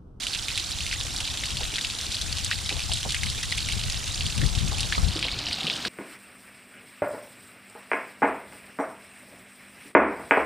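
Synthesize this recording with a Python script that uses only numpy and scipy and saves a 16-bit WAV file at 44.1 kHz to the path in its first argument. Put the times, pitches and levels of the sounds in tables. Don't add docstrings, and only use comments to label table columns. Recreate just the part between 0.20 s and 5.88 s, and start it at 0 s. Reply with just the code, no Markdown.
import sys
import numpy as np
from scipy import signal
from scipy.io import wavfile

SR = 44100
rng = np.random.default_rng(int(sys.argv[2]) if len(sys.argv) > 2 else 0)


def unload_wav(signal):
    wavfile.write(
        sys.argv[1],
        SR,
        np.round(np.clip(np.atleast_2d(signal).T, -1, 1) * 32767).astype(np.int16),
    )


N = 250643
TIME = np.arange(N) / SR


def gain_of(db):
    return 10 ** (np.asarray(db) / 20)


def evened(x):
    return x / np.sqrt(np.mean(x ** 2) + 1e-20)


def curve(rows, axis=1):
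    rows = np.asarray(rows)
    return np.interp(TIME, rows[:, 0], rows[:, axis])


def add(mix, s, sound):
    part = mix[..., max(round(s * SR), 0):][..., :sound.shape[-1]]
    part += sound[..., :part.shape[-1]]


def colour(x, points, size=4096):
    hz, db = np.transpose(points)
    bin_hz = abs(np.fft.fftfreq(size, 1 / SR))
    log_gain = np.log(gain_of(np.interp(np.log(bin_hz + 1), np.log(hz + 1), db)))
    spectrum = np.exp(np.conj(signal.hilbert(log_gain)))
    taps = np.fft.ifft(spectrum).real[:size // 2]
    return signal.oaconvolve(x, taps.reshape((1,) * (x.ndim - 1) + (-1,)), axes=-1)[..., :N]


def band(x, low_hz, high_hz, order=2):
    edges = [min(low_hz, high_hz * .9), min(high_hz, SR * .49)]
    return signal.lfilter(*signal.butter(order, edges, "band", fs=SR), x)


def sized(x, db, seconds):
    energy = np.sum(x ** 2, -1, keepdims=True)
    return x * gain_of(db) * np.sqrt(seconds * SR / (energy + 1e-20))


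def impacts(size, per_s, spread_db):
    strength = gain_of(spread_db * np.minimum(rng.exponential(1, (2, size)), 4))
    sign = rng.choice([-1, 1], (2, size))
    arrives = rng.random((2, size)) < per_s / SR
    return strength * sign * arrives


def bubble(t, hz, t60, rise):
    envelope = (1 - np.exp(-2 * t * hz)) * gain_of(-60 * t / t60)
    stretched_time = t + rise * t * np.minimum(t / t60, 1) / 2
    return envelope * np.sin(2 * np.pi * hz * stretched_time)


def pings(low_hz, high_hz, per_s, spread_db, cycles, count=48):
    t, out = np.arange(1500) / SR, np.zeros((2, N))
    places = (np.arange(count) + rng.random(count)) / count
    for hz in low_hz * (high_hz / low_hz) ** places:
        plip = evened(bubble(t, hz, cycles / hz, rise=0.34)) * np.sqrt(hz)
        clicks = impacts(N, per_s / count, spread_db)
        out += signal.oaconvolve(clicks, plip[None], axes=1)[:, :N]
    return out


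# time in seconds, level in dB that scales the sum of layers.
PATTER_LEVEL = [(0.0, -35), (3.2, -35), (4.5, -35.5), (5.2, -34.5), (5.68, -32)]
# frequency in Hz, relative level in dB.
PATTER_SPECTRUM = [(700, -13.5), (1200, -6.5), (1700, -8), (2300, -4.5), (2900, 0), (3800, 2.5), (5000, -1),
                   (6300, -4.5), (8000, -6), (9400, -8.5), (10500, -15), (11500, -19), (13500, -16),
                   (15000, -24)]
CLUMPS_DB = 2.0


def patter(drops_db=-3.0, fine_db=-7, bubbles_db=-6.0, mist_db=-6.5):
    swell = evened(band(rng.standard_normal(N), 6, 45))
    clumps = gain_of(CLUMPS_DB * swell)
    drops = pings(1300, 5500, per_s=900, spread_db=3.2, cycles=15) * clumps
    fine = pings(5460, 11200, per_s=2500, spread_db=1.5, cycles=10.2) * clumps
    bubbles = pings(1405, 7156, per_s=300, spread_db=3.5, cycles=102) * np.sqrt(clumps)
    mist = rng.standard_normal((2, N))
    layers = (drops, drops_db), (fine, fine_db), (bubbles, bubbles_db), (mist, mist_db)
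    mixed = sum(gain_of(db) * evened(colour(x, PATTER_SPECTRUM)) for x, db in layers)
    return gain_of(curve(PATTER_LEVEL)) * mixed


# time in seconds, level in dB before the common level_db is added.
RUSH_LEVEL = [(0.0, -48.5), (0.52, -50), (1.33, -47.5), (2.15, -49.5), (2.77, -51), (3.59, -49), (4.3, -47),
              (5.09, -44.5), (5.68, -42.5)]
# frequency in Hz, relative level in dB.
RUSH_SPECTRUM = [(100, 1), (250, 3), (450, -7), (750, -3.5), (1100, -6.5), (2000, -9), (4000, -32.5),
                 (8000, -62)]


def rush(level_db=2):
    wash = evened(rng.standard_normal((2, N)))
    burble = evened(pings(276.7, 1515, per_s=130, spread_db=2, cycles=24.6, count=16))
    source = evened(colour(wash + 0.19 * burble, RUSH_SPECTRUM))
    return gain_of(curve(RUSH_LEVEL) + level_db) * source


# time in seconds, left level in dB, right level in dB.
BREEZE_LEVEL = [(0.0, -49.5, -48.5), (0.7, -37, -41), (1.7, -42, -47.5), (2.1, -34.5, -46),
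                (3.4, -33, -37.5), (3.85, -34.5, -40.5), (4.3, -24.5, -37), (4.95, -31, -38),
                (5.35, -45, -50), (5.68, -40.5, -41.5)]
# peak time in seconds, whole length in seconds, left level in dB, right level in dB.
GUST_EVENTS = [(0.614, 0.098, -39, -38), (1.397, 0.23, -34, -42), (2.15, 0.3, -32, -52),
               (2.732, 0.27, -34, -54), (2.894, 0.12, -48, -32), (3.07, 0.13, -25.5, -45),
               (3.53, 0.31, -28.5, -41), (3.68, 0.062, -33, -28), (4.025, 0.13, -29, -28.5),
               (4.224, 0.14, -17, -30), (4.437, 0.22, -20, -33), (4.794, 0.064, -23, -22.5),
               (4.876, 0.13, -21, -31)]


def wind_strength():
    power = gain_of([curve(BREEZE_LEVEL), curve(BREEZE_LEVEL, axis=2)]) ** 2
    for s, length, left_db, right_db in GUST_EVENTS:
        hump = np.cos(np.pi * np.clip((TIME - s) / length, -.5, .5))
        power += (gain_of([[left_db], [right_db]]) * hump) ** 2
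    return np.sqrt(power)


# frequency in Hz, relative level in dB.
WIND_SPECTRUM = [(10, -31), (25, -3.5), (45, 1.5), (80, 0.5), (120, -3), (180, -14.5), (280, -27.5),
                 (500, -33.5), (1200, -65), (4000, -86)]


def wind(level_db=0.0, lumps_db=2.5, rough_db=2, deep_hz=55, deep_share=0.61):
    eddies = evened(colour(rng.standard_normal((2, N)), WIND_SPECTRUM, size=16384))
    lumps = evened(band(rng.standard_normal((2, N)), 5.25, 16.7))
    eddies *= gain_of(lumps_db * lumps)
    strength = wind_strength()
    speed = strength / strength.max()
    deep = signal.sosfiltfilt(signal.butter(2, deep_hz, fs=SR, output="sos"), eddies)
    small = gain_of(rough_db) * band(eddies, 134, 320)
    eddies += speed * (small - min(deep_share, 1) * deep)
    apart = np.clip(curve(CLOSING_SOUND), 0, 1)
    eddies[1] = apart * eddies[1] + np.sqrt(1 - apart ** 2) * eddies[0]
    return eddies * strength * gain_of(level_db)


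def spray(t, hz, delay_cycles=25, cycles=20, top_hz=5000, fine_db=-5, count=5):
    when, pitch, size = rng.random((3, 2, count, 1))
    delay = delay_cycles / hz
    age = np.maximum(t - .003 + delay * np.log(1 - when), 0)
    pitches = hz * (top_hz / hz) ** pitch
    plips = (gain_of(-10 * size) * bubble(age, pitches, cycles / pitches, rise=0.039)).sum(1)
    crackle = impacts(len(t), per_s=5900, spread_db=1) * np.exp(-t / delay) * (t > .002)
    fine = band(crackle, hz * 0.73, top_hz, order=3)
    return evened(plips) + gain_of(fine_db) * evened(fine)


RING_DB, RING_DB_PER_OCTAVE, SPRAY_DB, SPRAY_DB_PER_DB = -4, -4, -2, -0.03
SLAP_S = 0.0042
DROP_DB, DROP_HZ, DROP_SNAP_DB = -29.5, 3170, -8.5


def splat(db, hz, snap_db, top_hz=4500, ring_cycles=24, snap_s=0.0047, snap_top_hz=10000):
    t = np.arange(3000) / SR
    ring_db = RING_DB + RING_DB_PER_OCTAVE * np.log2(hz / DROP_HZ)
    spray_db = SPRAY_DB + SPRAY_DB_PER_DB * (db - DROP_DB)
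    slap, snap = rng.standard_normal((2, 2, len(t)))
    slap = evened(band(slap * np.exp(-t * hz / 3), hz * .84, top_hz, order=3))
    ring = evened(bubble(t, hz, ring_cycles / hz, rise=0.21))
    snap = band(snap * np.exp(-t / snap_s), 4750, snap_top_hz, order=4)
    body = sized(slap + gain_of(ring_db) * ring, db, SLAP_S)
    treble = sized(snap, db + snap_db, SLAP_S)
    thrown = sized(spray(t, hz), db + spray_db, SLAP_S)
    return body + treble + thrown


# start in seconds, level in dB,
# pitch in Hz (low for a big drop), treble snap in dB relative to the slap.
CLEAR_DROPS = [(0.068, -25, 2950, -10), (0.1385, -28, 3360, -12), (0.149, -26, 2650, -11),
               (0.2834, -25, 2260, -10), (0.3765, -22.5, 2390, -8), (0.6059, -27.5, 3180, -11),
               (0.7128, -28, 2500, -17), (0.7277, -26, 1940, -10), (1.003, -30, 2990, -6),
               (1.0515, -30, 3160, -20), (1.1735, -29, 3030, -9), (1.2358, -28.5, 2070, -16),
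               (1.37, -27.5, 3150, -8), (1.4333, -27.5, 2930, -21), (1.5578, -24.5, 3140, -24),
               (1.583, -26, 2040, -27), (1.6472, -24.5, 2750, -13), (1.9445, -25, 3470, -15),
               (2.0144, -26, 3600, -6), (2.2458, -29, 3600, 2.5), (2.3127, -21, 1760, -26),
               (2.325, -26, 2930, -19), (2.4926, -23, 2440, -24), (2.7177, -24.5, 3190, -16),
               (2.735, -26.5, 3720, -0.5), (2.83, -28.5, 2960, -9), (2.8961, -30, 2320, -13),
               (2.906, -26.5, 3180, -9), (2.9455, -23, 1980, -8), (3.0333, -24.5, 2030, -6.5),
               (3.2317, -29.5, 1860, -6), (3.3229, -22.5, 2060, -22), (3.3815, -25, 2900, -14),
               (3.4872, -27, 2300, -8), (3.6987, -28, 3010, -3.5), (3.744, -29, 2620, -21),
               (4.008, -25, 2770, -20), (4.065, -26.5, 3120, -7.5), (4.2158, -26.5, 1750, -15),
               (4.6059, -26, 3530, -3), (4.6308, -26.5, 3300, -14), (4.7242, -21, 1660, -29),
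               (4.75, -30, 3700, -21), (5.0271, -22, 2390, -16), (5.046, -27, 2810, -25),
               (5.0835, -27.5, 2150, -21), (5.1155, -27.5, 3900, -8), (5.267, -27, 2890, -25),
               (5.3116, -28.5, 2350, -14), (5.3292, -24, 3570, -4.5), (5.4683, -23.5, 2770, -9),
               (5.499, -22, 2650, -21), (5.6504, -25, 1540, -11)]
STRAY_DB, STRAY_OCTAVES, STRAY_SNAP_DB = 1, 0.35, 5.5
DROPS_PER_S = 10


def splats():
    out = np.zeros((2, N))
    for s, *drop in CLEAR_DROPS:
        add(out, s, splat(*drop))
    for k in range(int(DROPS_PER_S * N / SR)):
        late, size, pitch, snap = rng.uniform(-1, 1, 4)
        db = DROP_DB + STRAY_DB * size
        hz = DROP_HZ * 2 ** (STRAY_OCTAVES * pitch)
        snap_db = DROP_SNAP_DB + STRAY_SNAP_DB * snap
        add(out, (k + 1 + late) / DROPS_PER_S, splat(db, hz, snap_db))
    return out


# start in seconds, level in dB, starting pitch in Hz,
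# time to decay by 60 dB in seconds.
AIR_POCKETS = [(0.850, -49, 674, 0.04), (1.409, -43.5, 796, 0.02), (1.416, -50, 457, 0.065),
               (1.436, -60, 620, 0.064), (1.534, -49, 325, 0.027), (2.512, -47, 830, 0.042),
               (2.518, -44, 284, 0.041), (2.522, -50, 540, 0.07), (2.565, -48, 670, 0.06),
               (2.694, -45, 810, 0.032), (2.712, -46.5, 657, 0.17), (2.851, -41, 770, 0.071),
               (2.858, -43, 398, 0.023), (4.228, -39.5, 312, 0.13), (4.515, -41, 800, 0.11),
               (4.830, -46, 693, 0.11), (4.957, -36.5, 310, 0.084), (4.960, -61, 540, 0.11),
               (5.051, -43, 654, 0.052), (5.442, -35, 159, 0.25), (5.478, -45, 410, 0.061),
               (5.656, -38.5, 344, 0.2)]


def glugs(slosh_db=1.0, slosh_t60=0.1):
    t, out = np.arange(SR // 5) / SR, np.zeros((2, N))
    for s, db, hz, t60 in AIR_POCKETS:
        fading_noise = rng.standard_normal((2, len(t))) * gain_of(-60 * t / slosh_t60)
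        slosh = band(fading_noise, hz * 0.44, hz * 1.5, order=3)
        ring = bubble(t, hz, t60, rise=0.072)
        add(out, s, sized(evened(ring) + gain_of(slosh_db) * evened(slosh), db, 0.041))
    return out


# start in seconds, peak of the click in dB before its ring is added, upper edge in Hz.
DULL_TICK = (4.7795, -13, 1300)


def tick():
    s, db, edge_hz = DULL_TICK
    click = signal.lfilter(*signal.ellip(8, 1, 60, edge_hz, fs=SR), signal.unit_impulse(2000))
    t, out = np.arange(len(click)) / SR, np.zeros(N)
    ring = bubble(t, edge_hz * 0.96, 0.05, rise=0)
    add(out, s, gain_of(db) * (click / abs(click).max() + 0.48 * ring))
    return np.array([out, -out])


# time in seconds, left minus right in dB at full stereo width.
FALL_PLACE = [(0.0, -4), (1.31, -0.5), (1.77, -0.5), (3.53, -1.5), (4.78, -1.5), (5.68, -2)]
# frequency in Hz, gain of side relative to middle in dB.
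WATER_SPREAD = [(250, -20), (600, -7.5), (1200, -2), (2200, -9), (3400, -19.5), (4800, -12.5), (6500, -6),
                (8000, -2.5), (9300, 4), (11000, -1), (15000, 1.5)]
# time in seconds, stereo width from 0 to 1, treble in dB, bass in dB.
CLOSING_SOUND = [(0, 0.95, 0.5, 2.5), (4.8, 1, 1, -0.5), (5.0, 0.55, -4.5, -3), (5.2, 0.24, -6.5, 3),
                 (5.68, 0.05, -7, -16)]


def scene(low_pan_db=-4.0):
    width, out = curve(CLOSING_SOUND), wind() + tick()
    fall, low_water = patter() + splats(), rush() + glugs()
    for water, pan_db in (fall, curve(FALL_PLACE)), (low_water, low_pan_db):
        mid, side = water[0], colour(water[1], WATER_SPREAD) * width
        pan = gain_of(np.array([[.5], [-.5]]) * pan_db * width)
        out += np.array([mid + side, mid - side]) * pan
    return out


EDGE_HZ = 15100


def record(dry, treble_hz=5300, bass_hz=110):
    treble_filter = signal.butter(4, [treble_hz, 13500], "band", fs=SR, output="sos")
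    treble = signal.sosfiltfilt(treble_filter, dry)
    bass = signal.sosfiltfilt(signal.butter(2, bass_hz, fs=SR, output="sos"), dry)
    treble_change = treble * (gain_of(curve(CLOSING_SOUND, axis=2)) - 1)
    bass_change = bass * (gain_of(curve(CLOSING_SOUND, axis=3)) - 1)
    closed = dry + treble_change + bass_change
    limit = signal.firwin(511, EDGE_HZ, window=("kaiser", 9), fs=SR)
    return signal.oaconvolve(closed, limit[None], "same")


dry = scene()
out = record(dry)
unload_wav(out)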